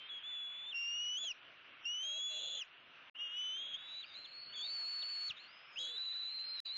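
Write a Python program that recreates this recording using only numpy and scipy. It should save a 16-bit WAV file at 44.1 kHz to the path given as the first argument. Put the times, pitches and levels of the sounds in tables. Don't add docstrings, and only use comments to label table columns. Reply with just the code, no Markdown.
import sys
import numpy as np
from scipy import signal
from scipy.fft import rfft, irfft, next_fast_len
from scipy.io import wavfile
from scipy.ndimage import uniform_filter1d, minimum_filter1d, map_coordinates

SR = 44100
rng = np.random.default_rng(int(sys.argv[2]) if len(sys.argv) > 2 else 0)


def gain_from_db(level_db):
    decades = np.asarray(level_db, float) / 20
    return 10 ** decades


def generate_wav(signal):
    frames = np.transpose(np.atleast_2d(signal))
    scaled = np.clip(frames, -1, 1) * 32767
    pcm = np.round(scaled).astype(np.int16)
    wavfile.write(sys.argv[1], SR, pcm)


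N = 298557
TIME = np.arange(N) / SR
TURN_S = 0.03

# time in seconds, pitch in Hz, level in dB.
FIRST_CALLS = [
    [(0.0, 3093, -53), (0.064, 3166, -54), (0.084, 3274, -69.5), (0.094, 3365, -53)],
    [(0.098, 3396, -47), (0.18, 3320, -46.5), (0.221, 3230, -55.5), (0.241, 3390, -48),
     (0.279, 3490, -44.5), (0.46, 3395, -44.5), (0.53, 3428, -48.5), (0.65, 3476, -47.5),
     (0.705, 3560, -45)],
    [(0.742, 2728, -48), (0.747, 2764, -40.5), (0.9, 2807, -40.5), (1.165, 2990, -40.5),
     (1.184, 3330, -39.5), (1.196, 3400, -45.5), (1.215, 3450, -42), (1.271, 3275, -41.5),
     (1.287, 3030, -40.5)],
    [(1.854, 2757, -39), (1.882, 2845, -39.5), (1.995, 3026, -42.5), (2.075, 3257, -40.5),
     (2.147, 3277, -42.5), (2.265, 3423, -40), (2.317, 3370, -43.5), (2.564, 3464, -43.5),
     (2.596, 3403, -42)],
]
# time in seconds, pitch in Hz, level in dB.
CLIMBING_CALLS = [
    [(3.187, 2791, -47.5), (3.221, 2867, -40.5), (3.306, 2844, -49), (3.4, 3007, -40.5),
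     (3.52, 3017, -42.5), (3.618, 3267, -44), (3.722, 3303, -48.5), (3.749, 3247, -38.5),
     (3.763, 3334, -46)],
    [(3.771, 3721, -59), (3.835, 3826, -58.5), (3.92, 3896, -49.5), (3.985, 3960, -47),
     (4.017, 3913, -48.5)],
    [(4.141, 4122, -57), (4.165, 3982, -48), (4.179, 4113, -51), (4.294, 4200, -57.5), (4.335, 4334, -54),
     (4.4, 4350, -49.5), (4.438, 4441, -51), (4.452, 4302, -50.5), (4.538, 4469, -56)],
    [(4.691, 4437, -43.5), (4.727, 4517, -42), (4.851, 4335, -42), (4.907, 4461, -42), (4.975, 4400, -42.5),
     (5.124, 4458, -42.5), (5.156, 4350, -42.5), (5.194, 4415, -42), (5.284, 4422, -41)],
]
# time in seconds, pitch in Hz, level in dB.
LAST_CALL = [
    [(5.797, 3818, -46), (5.931, 3973, -51), (6.008, 3965, -41.5), (6.268, 3980, -42.5), (6.368, 4150, -43),
     (6.387, 4045, -41.5), (6.459, 4173, -45), (6.549, 4130, -44), (6.599, 3990, -42)],
    [(6.651, 4050, -43), (6.699, 3940, -41.5), (6.719, 4000, -43), (6.737, 4190, -46.5), (6.765, 4100, -43)],
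]
# time in seconds, pitch in Hz, level in dB.
PARTNER = [
    [(0.0, 3400, -74.5), (0.006, 3470, -64.5), (0.05, 3518, -69), (0.094, 3653, -58)],
    [(1.225, 3920, -81.5), (1.243, 4087, -52), (1.255, 3973, -61), (1.269, 3992, -73.5)],
    [(1.84, 3144, -70.5), (1.848, 3061, -47), (1.852, 3040, -62), (1.86, 3032, -77.5)],
    [(2.031, 3737, -58), (2.047, 3811, -61), (2.153, 3921, -53.5), (2.179, 3944, -51.5), (2.219, 3831, -75)],
    [(2.291, 3890, -68.5), (2.313, 4005, -53.5), (2.482, 4022, -54), (2.534, 3961, -57),
     (2.556, 4030, -54.5), (2.586, 3990, -57.5), (2.598, 3980, -66)],
    [(3.147, 2693, -54.5), (3.173, 3040, -51), (3.201, 3249, -56.5), (3.3, 3195, -54.5),
     (3.392, 3387, -57.5), (3.626, 3564, -55), (3.751, 3576, -59.5), (3.791, 3406, -54), (3.997, 3670, -60)],
]
# time in seconds, pitch in Hz, level in dB.
HIGH_PARTNER = [
    [(4.031, 4292, -59), (4.069, 4804, -66.5), (4.101, 4686, -65.5), (4.115, 4750, -72), (4.139, 4673, -63)],
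    [(4.246, 3876, -50.5), (4.258, 3428, -50), (4.262, 3234, -52), (4.267, 2907, -54.5)],
    [(4.526, 2825, -49), (4.542, 3614, -51), (4.566, 3383, -46), (4.61, 3392, -44), (4.667, 3803, -43)],
    [(4.673, 4143, -69), (4.69, 4100, -48.5), (4.73, 4162, -60.5)],
    [(5.012, 4320, -64), (5.021, 3853, -49), (5.027, 3590, -44.5), (5.032, 2900, -49)],
    [(5.757, 2500, -56), (5.77, 2750, -44), (5.789, 3210, -40.5), (5.799, 3302, -43.5),
     (5.867, 3338, -44.0), (5.952, 3570, -50), (5.984, 3870, -42)],
    [(6.421, 5010, -99), (6.455, 5056, -69), (6.509, 4930, -62.5), (6.539, 5160, -77), (6.599, 5330, -65)],
    [(6.651, 4630, -56.5), (6.691, 4530, -60), (6.713, 4770, -71.5), (6.729, 4760, -89)],
]
# time in seconds, pitch in Hz, level in dB.
STRAY_WHISTLES = [
    [(4.051, 3657, -68), (4.087, 3920, -61), (4.117, 3686, -58), (4.149, 3670, -57.5)],
    [(5.364, 3685, -56), (5.38, 3605, -52), (5.41, 4238, -60.5), (5.466, 4292, -62.5), (5.507, 4870, -67),
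     (5.693, 5189, -74), (5.771, 5060, -63.5), (5.829, 4980, -66)],
]
# start in seconds, overtone in dB, mirror below in dB, mirror above in dB, low tone in dB.
POSTURES = [(0, -41, -18, -5, -32.5), (.746, -11.5, -1, -38, -4.5), (1.8, -12.5, -3.5, -29.5, -8),
            (2.3, -14, 1, -35, -7), (3.1, -40, -17, -12.5, -33), (3.36, -21.5, -15.5, -12.5, -24.5),
            (3.6, -30, -11, -5.5, -25), (3.77, -48.5, -34.5, -31.5, -37.5), (4.5, -52, -43, -45, -24),
            (5.3, -20, -48, -45, -25), (5.75, -27.5, -17, -27, -14.5), (5.97, -56.5, -45.5, -51, -39)]


def eagle():
    notes = phrased(FIRST_CALLS + CLIMBING_CALLS + LAST_CALL)
    turn, loud = syrinx_side(notes, edge_s=0.0052, flutter_hz=8 + spells(column=4))
    partner_turn, soft = syrinx_side(PARTNER + HIGH_PARTNER, edge_s=0.004, flutter_hz=28)
    stray_turn, stray = syrinx_side(STRAY_WHISTLES, edge_s=0.008, flutter_hz=50.3)
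    hoarse = 0.004 + uniform_filter1d(spells(column=2), round(TURN_S * SR))
    main = unlocked(turn, lead=0.52) * waver(hoarse)
    partner = soft * partner_turn * waver(hoarse + 0.06)
    overtone, below, above, low = (loud * gain_from_db(db) for db in held(POSTURES))
    ratio = partner / (loud + soft + 1e-5)
    doubled = overtone * (main + 0.5 * ratio) * (main + 0.8 * np.conj(ratio) * turn ** 2)
    mirrored = below * main * turn * np.conj(ratio)
    mirrored = mirrored + above * ratio * partner_turn * np.conj(main)
    difference = low * np.conj(main) * ratio
    overtone_hz = np.gradient(np.unwrap(np.angle(partner_turn))) * SR / np.pi
    ringing = gain_from_db(26) * partner ** 2 * waver(0.81) / (1 + ((overtone_hz - 6600) / 330) ** 4)
    breath = gain_from_db(-28) * loud * turn * (wobble(1500) + 1j * wobble(1500))
    whistles = loud * main + partner + ringing + stray * stray_turn * waver(0.25)
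    return np.sqrt(2) * np.real(whistles + doubled + mirrored + difference + breath)


def syrinx_side(notes, edge_s, flutter_hz):
    s, hz, db = np.concatenate(notes).T
    sounding = sum((TIME >= note[0][0]) & (TIME < note[-1][0] + 0.006) for note in notes) > 0
    edge = round(edge_s * SR)
    gate = uniform_filter1d(uniform_filter1d(sounding * 1.0, edge), edge)
    pitch = np.interp(TIME, s, hz) + flutter_hz * wobble(70)
    turn = np.exp(2j * np.pi * np.cumsum(pitch) / SR)
    return turn, gate * gain_from_db(np.interp(TIME, s, db))


CLOSING, HELD_ON = (1, 2, 3, 5, 7), (6,)
FALL_S, SLACK_HZ, FADE_DB = 0.036, 2470, -12.5
KNEE, KNEE_DROP, KNEE_DB = 0.25, 0.17, -4.5
THROAT_HZ, THROAT_AT, SWELL_DB = 2810, 0.74, 2


def phrased(notes):
    done = []
    for k, note in enumerate(notes):
        s, hz, db = note[-1]
        ending = []
        if k in CLOSING:
            knee = (s + KNEE * FALL_S, hz + KNEE_DROP * (SLACK_HZ - hz), db + KNEE_DB)
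            swell = (s + THROAT_AT * FALL_S, THROAT_HZ, db + SWELL_DB)
            ending = [knee, swell, (s + FALL_S, SLACK_HZ, db + FADE_DB)]
        elif k in HELD_ON:
            ending = notes[k + 1][:1]
        done.append(note + ending)
    return done


def unlocked(turn, lead):
    beat_hz, more_turns = 240, 0.45
    due = np.cumsum(spells(column=3)) / SR
    luck = rng.random((int(due[-1]), 3))
    starts = np.interp(np.arange(len(luck)) + 0.8 * luck[:, 0], due, TIME)
    turns = 1 + np.minimum(np.floor(np.log(luck[:, 1]) / np.log(more_turns)), 3)
    lengths = turns / beat_hz * (0.5 + 1.2 * luck[:, 2])
    slipped = sum(n * np.clip((TIME - s) / length, 0, 1) for s, length, n in zip(starts, lengths, turns))
    behind = 2 * np.pi * slipped
    return turn * np.exp(0.3j * behind) * (lead + (1 - lead) * np.exp(-1j * behind))


def waver(share):
    return np.sqrt(1 - share) + np.sqrt(share / 2) * (wobble(650) + 1j * wobble(650))


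# start in seconds, end in seconds, share of irregular vibration from 0 to 1,
# slips a second, warble in Hz.
ROUGH_SPELLS = [(.19, .235, .15, 70, 25), (.652, .664, .02, 85, 0), (1.23, 1.27, .05, 0, 15),
                (2.33, 2.39, .06, 0, 12), (2.39, 2.59, .14, 55, 15), (3.645, 3.77, .06, 30, 12),
                (4.02, 4.12, .45, 0, 30), (4.15, 4.33, .14, 30, 45), (4.39, 4.47, .15, 50, 35),
                (4.7, 5.27, .006, 0, 8), (5.3, 5.79, .1, 0, 0), (5.8, 5.9, .12, 25, 15),
                (6.02, 6.6, .025, 34, 22), (6.66, 6.69, .05, 70, 15), (6.74, 6.77, .05, 70, 15)]


def spells(column):
    return sum(row[column] * ((TIME >= row[0]) & (TIME < row[1])) for row in ROUGH_SPELLS)


def held(rows):
    s, *columns = np.transpose(rows)
    row = np.searchsorted(s[1:], TIME)
    return [uniform_filter1d(column[row], round(TURN_S * SR)) for column in columns]


# start in seconds, peak in dB, centre in Hz.
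BEAK_POPS = [
    (4.649, -60.5, 745),
    (5.028, -56.5, 641),
    (5.3, -55, 108),
]


def beak_pops():
    puffs = np.zeros(N)
    for s, db, hz in BEAK_POPS:
        envelope = np.exp(-((TIME - s - 0.004) / 0.0034) ** 2)
        puffs += gain_from_db(db) * envelope * np.sin(2 * np.pi * hz * (TIME - s))
    return puffs


def branch_echo(voice):
    t = TIME[:SR // 8]
    branches = rng.standard_normal(len(t)) * gain_from_db(-60 * t / 0.069)
    return signal.fftconvolve(voice, branches / np.linalg.norm(branches))[:N]


# time in seconds, level in dB.
WIND_LEVEL = [(0, -62.5), (.5, -64.5), (1.75, -65), (2.5, -66.5), (3.4, -63.5), (4.45, -66), (4.75, -61),
              (5.15, -61.5), (5.6, -65), (6.77, -64)]
# frequency in Hz, density in dB per Hz.
WIND_COLOUR = [(290, -57), (550, -15), (868, -10.5), (1370, -2.5), (1960, -5.5), (2840, 1), (4700, -24.5),
               (6200, -31), (7800, -52.5), (12000, -120)]
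# frequency in Hz, density in dB per Hz.
TRAFFIC_COLOUR = [(15, -65.5), (25, -22), (233, -7.5), (358, -6), (448, -7.5), (700, -4.5), (910, -39),
                  (1540, -120)]


def air(voice):
    size = round(0.1 * SR)
    peak = -minimum_filter1d(-np.abs(voice), size, origin=size // 2 - 1)
    duck_db = -1.5 * uniform_filter1d(peak / (peak + gain_from_db(-44.5)), SR // 50)
    wind_db = np.interp(TIME, *np.transpose(WIND_LEVEL)) + 5.5 + duck_db + 0.41 * wobble(6)
    hiss = gain_from_db(wind_db) * rush(WIND_COLOUR, patchy_db=1.5)
    drone = unit(filtered(rng.standard_normal(N), lambda hz: 1 / (1 + ((hz - 133) / 17) ** 2)))
    rumble = rush(TRAFFIC_COLOUR, patchy_db=-2.0) + gain_from_db(-13.5) * drone
    traffic_db = -75.5 + 1.6 * duck_db + 1.7 * wobble(2.3) + 1.3 * wobble(7.6)
    return hiss + gain_from_db(traffic_db) * rumble


def rush(spectrum, patchy_db):
    z = signal.stft(rng.standard_normal(N), nperseg=512)[2]
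    field = uniform_filter1d(rng.standard_normal(z.shape), size=5, axis=0)
    field = uniform_filter1d(field, size=10, axis=1)
    noise = signal.istft(z * gain_from_db(patchy_db * unit(field)), nperseg=512)[1][:N]
    return unit(filtered(noise, lambda hz: along(spectrum, hz)))


def wobble(rate):
    knots = rng.standard_normal(int(N * rate / SR) + 4)
    return unit(map_coordinates(knots, [TIME * rate]))


def unit(x):
    return x / np.sqrt(np.mean(np.abs(x) ** 2) + 1e-20)


def filtered(x, response):
    m = next_fast_len(N + 8192)
    return irfft(rfft(x, m) * response(np.fft.rfftfreq(m, 1 / SR)), m)[:N]


def along(points, hz):
    f, db = np.transpose(points)
    return gain_from_db(np.interp(np.log(hz + 1), np.log(f + 1), db))


# start in seconds, level in dB.
FACING = [(0, 12.5), (.74, 35), (1.8, 27), (2.3, 33), (3.1, 26.5), (3.85, 34.5), (4.4, 15.5), (4.58, 31),
          (5.27, 38), (5.75, 33), (6.3, 27.5)]


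def lifted_hiss(voice, background):
    colour = [(3700, -39.0), (4200, 3.5), (4800, 2), (5400, -1), (5800, -7), (6400, -2), (7000, 0.5)]
    return gain_from_db(held(FACING)[0]) * filtered(voice * background, lambda hz: along(colour, hz))


def scene():
    voice = eagle()
    background = air(voice)
    echo = gain_from_db(-32.5) * branch_echo(voice)
    return (voice + echo + beak_pops() + background + lifted_hiss(voice, background))[None]


# frequency in Hz, gain in dB.
BEND_COLOUR = [(20, -6), (100, -29.5), (700, -28), (2000, -22), (4400, -14.5), (5400, -5.5), (7000, -7)]


def preamp(x):
    envelope = np.abs(signal.hilbert(x, next_fast_len(N))[:N])
    x = x / (1 + (envelope / 0.022) ** 4) ** 0.18
    x = x + gain_from_db(19.0) * filtered(x ** 2, lambda hz: along(BEND_COLOUR, hz))
    return filtered(x, lambda hz: (hz > 12) / (1 + (hz / 7700) ** 40))


def starved_stream(x, mask_db, grain_db, quiet_db, low_db):
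    frame = 5644
    hz, _, z = signal.stft(x, SR, "cosine", frame)
    band = np.floor(24 * np.log(1 + hz / 700)).astype(int)
    power = np.array([np.mean(np.abs(z[band == b]) ** 2, 0) for b in range(band.max() + 1)])
    centre = np.bincount(band, hz) / np.bincount(band)
    octaves = np.log2(centre[:, None] / centre)
    slope_db = np.where(octaves > 0, 14 * octaves, np.minimum(-60 * octaves, 24))
    mask = gain_from_db(2 * mask_db - slope_db) @ power
    dull = gain_from_db(low_db * np.clip(np.log2(450 / centre), 0, 2) * (centre > 75))[:, None]
    luck = gain_from_db(5 * rng.standard_normal(power.shape))
    kept = power * luck > dull * mask + gain_from_db(2 * quiet_db)
    noise = signal.stft(rng.standard_normal(N), SR, "cosine", frame)[2] * 60
    grain = gain_from_db(grain_db) * np.sqrt(power[band]) * noise
    return signal.istft((z + grain) * kept[band], SR, "cosine", frame)[1][:N]


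# start in seconds, return in seconds.
SILENCES = [
    (3.0984, 3.141),
    (6.6025, 6.646),
]


def dropouts(x):
    for stop, back in SILENCES:
        x = x * np.where(TIME < stop, 1, np.clip((TIME - back) / 0.013, 0, 1) ** 2)
    return x


def top_cut(x):
    return signal.sosfilt(signal.butter(12, 16000, fs=SR, output="sos"), x)


def record(dry):
    x = preamp(dry[0])
    x = starved_stream(x, mask_db=-36.5, grain_db=-18, quiet_db=-116, low_db=9)
    x = dropouts(x)
    return top_cut(x[None])


dry = scene()
out = record(dry)
generate_wav(out)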